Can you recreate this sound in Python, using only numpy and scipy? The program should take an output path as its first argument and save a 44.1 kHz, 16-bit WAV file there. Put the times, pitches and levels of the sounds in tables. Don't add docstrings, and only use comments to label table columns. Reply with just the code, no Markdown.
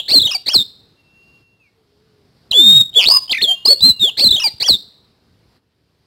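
import sys
import numpy as np
from scipy import signal
from scipy.fft import rfft, irfft
from scipy.io import wavfile
from scipy.ndimage import uniform_filter1d, minimum_filter1d, map_coordinates

SR = 44100
rng = np.random.default_rng(int(sys.argv[2]) if len(sys.argv) > 2 else 0)


def elevation(decibels):
    levels = np.asarray(decibels, float)
    return 10 ** (levels / 20)


def file_out(sig):
    cols = np.atleast_2d(sig).T
    lim = np.clip(cols, -1, 1)
    pcm = np.round(lim * 32767).astype(np.int16)
    wavfile.write(sys.argv[1], SR, pcm)


N = 267246


def unit(x):
    return x / np.sqrt(np.mean(x ** 2) + 1e-20)


def along(points, hz):
    f, v = np.transpose(points)
    return np.interp(np.log(hz + 1), np.log(f + 1), v)


def wobble(rate):
    knots = rng.standard_normal(int(N * rate / SR) + 4)
    return map_coordinates(knots, [np.arange(N) * rate / SR])


def note(rows, fade, release):
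    s, *cols = np.transpose(rows)
    span = np.arange(round(s[0] * SR), round(s[-1] * SR))
    t = span / SR
    gate = np.clip(np.minimum((t - s[0]) / fade, (s[-1] - t) / release), 0, 1)
    return span, gate, [uniform_filter1d(np.interp(t, s, c), size=60) for c in cols]


def blips(events, rise, life):
    out, t = np.zeros(N), np.arange(SR // 10) / SR
    for s, hz, db in events:
        shape = (1 - np.exp(-t / rise)) * np.exp(-t / life)
        out[round(s * SR):][:len(t)] += elevation(db + 6.5) * shape * np.sin(2 * np.pi * hz * t)
    return out


# t/s, f/Hz, peak level/dB
PIPS = [(2.931, 3177, -31.5), (2.94, 3810, -24.5), (3.28, 3080, -26), (3.793, 3570, -28.5),
        (3.808, 4790, -18), (4.582, 4800, -35)]
# t/s, level/dB
BREAKS = [(.193, -8), (0.214, -10), (.288, -5.5), (.51, -9), (.53, -16), (3.919, -9), (4.281, -7),
          (4.304, -14), (4.32, -9), (4.363, -7), (4.375, -6), (4.674, -7)]


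def songbird():
    bend, swell = trill()
    bend = bend * (1 + .002 * wobble(300))
    swell = swell * elevation(.8 * wobble(120))
    song = np.zeros(N)
    for rows in scoops_and_arches() + warbles():
        sing(song, rows, bend, voice_db=0)
    for rows in whistled_notes():
        sing(song, rows, bend, voice_db=-12.5)
    for rows in bubbling_notes():
        sing(song, rows, bend, voice_db=-18.5, beak=1.25)
    t, half_width_s = np.arange(N) / SR, .0022
    breaks_db = sum(db * np.exp(-((t - s) / half_width_s) ** 2) for s, db in BREAKS)
    return song * swell * elevation(breaks_db) + blips(PIPS, rise=.0015, life=.003)


# f/Hz, octave over fundamental level/dB
OCTAVE = [(1650, 10), (2100, 20), (2330, 18.5), (2550, 6.5), (2850, -6), (3100, -17), (3300, -25),
          (3600, -52.5)]


def sing(song, rows, bend, voice_db, beak=1):
    span, gate, (hz, db) = note(rows, fade=0.00055, release=0.0047)
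    hz = hz * bend[span]
    octave = elevation(along(OCTAVE, beak * hz) + voice_db) + elevation(-40)
    turn = 2 * np.pi * np.cumsum(hz) / SR
    tone = np.sin(turn) + octave * (np.sin(2 * turn) + elevation(-30) * np.sin(3 * turn))
    song[span] += gate * elevation(db + 5.0) * tone


# start t/s, end t/s, start rate f/Hz, pitch swing [share], level swing [0-1]
TRILLS = [(.46, .497, 310, .03, .55), (.568, .635, 175, .018, .45), (2.51, 2.55, 165, .026, .5),
          (2.988, 3.065, 200, .105, .3), (3.058, 3.125, 98, .05, .6), (3.305, 3.338, 280, .02, .5),
          (3.42, 3.47, 175, .015, .25), (.079, .125, 260, .015, .35), (4.169, 4.215, 260, .015, .35),
          (.189, .242, 140, .015, .3), (4.6, 4.64, 300, .02, .55), (4.68, 4.708, 200, .012, .2),
          (4.71, 4.765, 170, .018, .45)]


def trill():
    t = np.arange(N) / SR
    bend, swell = np.ones(N), np.ones(N)
    for start, end, rate, swing, depth in TRILLS:
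        inside = np.clip(np.minimum(t - start, end - t) / 0.011, 0, 1)
        rate_now = np.interp(t, [start, end], [rate, rate * .8])
        turn = 2 * np.pi * np.cumsum(rate_now * (inside > 0)) / SR + 1.56 * wobble(90)
        bend += inside * swing * (np.sin(turn) + .4 * wobble(500))
        swell += inside * depth * (np.cos(turn + 0.48) - .4)
    return bend, swell


def played(shape, starts):
    return [[(s + after, hz * factor, level + db) for after, hz, level in shape] for s, factor, db in starts]


# t/s after start, f/Hz, level/dB
SCOOP = [(0, 1630, -49), (.028, 2283, -37), (.04, 2500, -37.5), (.048, 2730, -35), (.069, 3440, -44)]
SCOOP_TWIN = [(.003, 1990, -48.5), (.012, 2220, -41), (.022, 2510, -39.5), (.031, 2880, -24.5)]
GRACE = [(0, 1903, -48.5), (.008, 2192, -39.5), (.017, 2400, -39.5)]
ARCH = [(.012, 1726, -39), (.021, 2066, -36.5), (.027, 2280, -32), (.046, 3060, -23.5), (.06, 3340, -24.5),
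        (.072, 3302, -20.5), (.081, 2693, -40)]
# start t/s, pitch factor, level/dB
SCOOPS = [
    (.079, 1.01, 2.4),
    (4.169, .99, 2.5),
]
ARCHES = [
    (0.46, .99, 0.7),
    (4.6, 1.01, 2.1),
]


def scoops_and_arches():
    scoops = played(SCOOP, SCOOPS) + played(SCOOP_TWIN, SCOOPS)
    return scoops + played(GRACE, ARCHES) + played(ARCH, ARCHES)


# t/s, f/Hz, level/dB
WARBLE_IN = [
    [(.106, 3376, -26.5), (.117, 4144, -10), (.128, 4365, -14.5), (.138, 4600, -14.5), (.148, 4426, -8.5),
     (.157, 4147, -8), (.178, 4189, -6.5)],
    [(4.196, 3257, -19), (4.204, 3900, -26), (4.209, 4150, -10), (4.217, 4374, -14), (4.238, 4520, -11.5),
     (4.247, 4146, -8.5), (4.258, 3998, -9), (4.272, 4153, -4.5)],
]
# crest t/s, crest f/Hz, level/dB, trough f/Hz, fall t/s
BEATS = [
    [(.189, 4013, -5.5, 3520, 0.012), (.223, 3970, -8, 3373, .011), (.262, 3766, -9.5, 2994, 0.012),
     (.296, 3310, -19, 2508, 0.02), (.337, 2864, -23, 2327, 0.014)],
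    [(4.278, 4120, -7, 3590, 0.015), (4.316, 3954, -5.5, 3450, 0.0098), (4.353, 3740, -8, 3114, 0.012),
     (4.386, 3320, -17.5, 2590, .017), (4.425, 2894, -19, 2391, .018)],
]
# t/s, f/Hz, level/dB
WARBLE_OUT = [
    [(.365, 2298, -40), (.372, 2280, -50.5)],
    [(4.467, 2373, -28), (4.477, 2185, -40), (4.495, 1880, -49.5)],
]


def warbles():
    return list(map(warble, WARBLE_IN, BEATS, WARBLE_OUT))


def warble(first, beats, last):
    rows = list(first)
    for s, crest, db, trough, fall in beats:
        before_s, before_hz, _ = rows[-1]
        if before_hz < .97 * crest:
            up = before_s + .45 * (s - before_s)
            rows += [(up, crest, db - 7), (up + .4 * (s - up), crest, db - 3)]
        rows += [(s, crest, db),
                 (s + 0.42 * fall, crest + 0.26 * (trough - crest), db - 8),
                 (s + fall, trough, db - 8.5),
                 (s + fall + .006, trough, db - 8.5 - 2)]
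    return rows + last


# t/s, f/Hz, level/dB
SWOOPS = [
    [(.52, 5780, -30.5), (.54, 5303, -16.5), (.552, 4393, -8), (.565, 4109, -5), (.58, 3887, -16.5),
     (.597, 3695, -10.5), (.626, 3629, -21), (.635, 3730, -30)],
    [(4.66, 5852, -25.5), (4.673, 5755, -21.5), (4.68, 5446, -19), (4.687, 4760, -9), (4.707, 4120, -5.5),
     (4.732, 3825, -15.5), (4.743, 3724, -9.5), (4.765, 3507, -27.5)],
]
CHIRP = [(2.509, 3933, -41.5), (2.514, 4098, -9), (2.52, 3220, -18), (2.525, 2846, -21),
         (2.534, 3053, -13.5), (2.541, 3334, -15.5)]
LONG_WHISTLE = [(2.591, 3527, -4), (2.641, 3660, -9), (2.778, 3746, -3.5), (2.795, 3769, -7),
                (2.814, 3748, -2.5), (2.828, 3635, -23)]
RASP = [(2.948, 3182, -23.5), (2.954, 3250, -27.5), (2.961, 3384, -12.5), (2.977, 3480, -4.5),
        (3.005, 3086, -10.5), (3.022, 2787, -15.5), (3.038, 2684, -18.5), (3.052, 2850, -17)]
CLIMB = [(3.062, 3620, -12.5), (3.074, 4126, -9.5), (3.095, 4658, -7), (3.122, 4920, 5),
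         (3.138, 4983, -15.5), (3.141, 4995, -8.5), (3.153, 5038, -12.5), (3.173, 4939, -6),
         (3.194, 4980, -24)]
# t/s, f/Hz, level/dB
SHORT_NOTES = [
    [(3.649, 4374, -40.5), (3.654, 4180, -12), (3.661, 4720, -8.5), (3.666, 4970, -14.5),
     (3.674, 5020, -15), (3.69, 5110, -26.5)],
    [(3.673, 4067, -20), (3.678, 4106, -12.5), (3.685, 4282, -6.5), (3.715, 4480, -7.5),
     (3.733, 4408, -0.5), (3.739, 4390, -30.5), (3.745, 4320, -16), (3.753, 4100, -31)],
    [(3.806, 3684, -19), (3.81, 3692, -21.5), (3.818, 4003, -24), (3.829, 3982, -8.5), (3.852, 4122, -6.5),
     (3.882, 4176, -11.5), (3.906, 4020, -6.5), (3.919, 3920, -16.5), (3.93, 4000, -20.5)],
    [(3.995, 3970, -25), (4.001, 3754, -24), (4.019, 3748, -9.5), (4.044, 3507, -10), (4.06, 3377, -11),
     (4.065, 3347, -19.5), (4.088, 3123, -17), (4.105, 2600, -29.5)],
]


def whistled_notes():
    return SWOOPS + [CHIRP + LONG_WHISTLE, RASP + CLIMB] + SHORT_NOTES[:3]


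# t/s, f/Hz, level/dB
FLICK = [(3.295, 3093, -25), (3.308, 3169, -17.5), (3.313, 3750, -14.5), (3.319, 4892, -15),
         (3.322, 4483, -13.5), (3.333, 2306, -14.5)]
BUBBLE = [(3.336, 2064, -22.5), (3.344, 2001, -23.5), (3.351, 2630, -15.5), (3.359, 1990, -24),
          (3.368, 2108, -28), (3.375, 2435, -17.5), (3.385, 1800, -28), (3.403, 1803, -30.5),
          (3.41, 1923, -25.5)]
SETTLE = [(3.424, 4380, -13.5), (3.433, 4200, -10), (3.437, 4015, -20), (3.441, 3560, -8.5),
          (3.46, 3315, -19.5), (3.468, 3293, -26.5), (3.481, 3229, -17.5), (3.516, 3130, -11),
          (3.55, 3256, -27)]


def bubbling_notes():
    return [FLICK + BUBBLE + SETTLE, SHORT_NOTES[3]]


# t/s, f/Hz, peak level/dB
TAPS = [
    (4.539, 116, -35.5),
    (4.879, 201, -49),
]


def perch():
    return blips(TAPS, rise=.0002, life=.005)


# f/Hz, width f/Hz, level/dB, t60 t/s
EARLIER = [
    (3130, 500, -18, 0.06),
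    (3450, 800, -32.5, 0.68),
]


def earlier_note():
    hz, t = np.fft.rfftfreq(N, 1 / SR), np.arange(N) / SR
    out = np.zeros(N)
    for centre, width, db, t60 in EARLIER:
        spectrum = rfft(rng.standard_normal(N)) * np.exp(-((hz - centre) / width) ** 2 * 2)
        out += unit(irfft(spectrum, N)) * elevation(db - 60 * t / t60)
    return out


# delay t/s, level/dB
WALLS = [(.0031, -20.5), (.0068, -17), (.0115, -28.5), (.019, -22), (.027, -38.5)]
# f/Hz, t60 t/s
RING = [(1500, .4), (3000, .55), (3800, .78), (4300, .62), (5500, .6), (8000, .35)]


def walls(x, close_db, long_db):
    t = np.arange(SR) / SR
    answer = np.zeros(SR)
    for delay, db in WALLS:
        answer[round(delay * SR)] = elevation(db)
    scatter = rng.standard_normal(SR) * elevation(-60 * t / 0.29)
    hz, frames, z = signal.stft(rng.standard_normal(SR), SR, nperseg=256)
    z = z * elevation(-60 * frames / along(RING, hz)[:, None])
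    tail = signal.istft(z, SR, nperseg=256)[1][:SR]
    answer += elevation(close_db) * scatter / np.linalg.norm(scatter)
    answer += elevation(long_db) * tail / np.linalg.norm(tail)
    return x + signal.fftconvolve(x, answer)[:N]


def far_tone(rows, waver, flutter_db):
    span, gate, (hz, db) = note(rows, fade=0.021, release=.02)
    out = np.zeros(N)
    turn = 2 * np.pi * np.cumsum(hz * (1 + waver * wobble(38)[span])) / SR
    out[span] = gate * elevation(db + 4.0 + flutter_db * wobble(22.73)[span]) * np.sin(turn)
    return out


# t/s, f/Hz, level/dB
WHISTLE = [(.95, 2740, -76.5), (1.0, 2740, -58), (1.03, 2690, -72), (1.06, 2705, -59), (1.3, 2757, -53),
           (1.45, 2725, -61), (1.6, 2750, -71), (1.7, 2740, -69)]
WHISTLE_DROP = [(1.59, 2720, -54), (1.63, 2550, -62.5), (1.68, 2206, -63), (1.715, 2120, -79)]
WHISTLE_AGAIN = [(3.44, 2840, -65), (3.56, 2784, -42.5), (3.65, 2884, -46), (3.8, 2810, -56),
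                 (3.93, 2870, -52), (3.98, 2790, -50), (4.04, 2560, -54)]


def far_bird():
    first = far_tone(WHISTLE, waver=.001, flutter_db=1.8)
    drop = far_tone(WHISTLE_DROP, waver=.001, flutter_db=.8)
    again = far_tone(WHISTLE_AGAIN, waver=.002, flutter_db=3)
    return walls(first + drop + again, close_db=-20, long_db=-13)


# t/s, f/Hz, level/dB
COO = [(1.7, 490, -72), (1.76, 455, -65), (1.82, 430, -65), (1.88, 400, -67), (1.96, 415, -65),
       (2.06, 445, -66), (2.14, 425, -63), (2.24, 400, -64), (2.32, 400, -68)]


def dove():
    return far_tone(COO, waver=.006, flutter_db=1.5)


# f/Hz, level/dB per Hz
HUM = [(15, -45.5), (25, -12), (97, 0.5), (245, -8.5), (339, -11), (422, -8), (496, -16.5), (634, -17.5),
       (2330, -25.5), (4600, -25.5), (6730, -38), (14800, -39.5), (16500, -63)]
# t/s, level/dB
YARD = [(0, -57.5), (.7, -56.5), (1.1, -58), (1.41, -56), (1.45, -63), (1.9, -60), (2.5, -55), (4.8, -56),
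        (5.2, -59), (5.57, -55.5), (5.6, -66), (6.06, -60)]


def yard_db():
    return np.interp(np.arange(N) / SR, *np.transpose(YARD))


def yard():
    hz, t, z = signal.stft(rng.standard_normal(N + 512), SR, nperseg=512)
    field = uniform_filter1d(rng.standard_normal(z.shape), size=6, axis=0)
    patches = unit(uniform_filter1d(field, size=12, axis=1))
    z = z * elevation(along(HUM, hz)[:, None] + 1.4 * patches)
    hum = signal.istft(z, SR, nperseg=512)[1][:N]
    return unit(hum) * elevation(yard_db())


def insects():
    hz = np.fft.rfftfreq(N, 1 / SR)
    band = irfft(rfft(rng.standard_normal(N)) * np.exp(-((hz - 4600) / 900) ** 2), N)
    gain_db = yard_db()
    return unit(band) * elevation(-69.5 + 1.4 * (gain_db - np.median(gain_db)) + 1.5 * wobble(12))


def scene():
    bird = walls(songbird(), close_db=-18, long_db=-29)
    return (bird + earlier_note() + perch() + far_bird() + dove() + yard() + insects())[None]


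def limited(x, top):
    need = np.minimum(1, top / (abs(x) + 1e-9))
    return x * uniform_filter1d(minimum_filter1d(need, size=401), size=201)


def nearest_sample(x):
    source_rate, block_out, block_start = 48000, 941, 727
    place = ((np.arange(N) - block_start) % block_out) * source_rate / SR
    late = (place % 1) * SR / source_rate
    return map_coordinates(x, [np.arange(N) - late], order=5, mode="nearest")


def roll_off(x):
    return signal.sosfilt(signal.butter(12, 16670, fs=SR, output="sos"), x)


def record(dry):
    cut = signal.sosfilt(signal.butter(4, 48, "high", fs=SR, output="sos"), dry[0])
    picked = nearest_sample(limited(cut, top=.92))
    mix = signal.sosfiltfilt(signal.ellip(8, .1, 50, 15750, fs=SR, output="sos"), picked)
    return roll_off(mix[None])


dry = scene()
out = record(dry)
file_out(out)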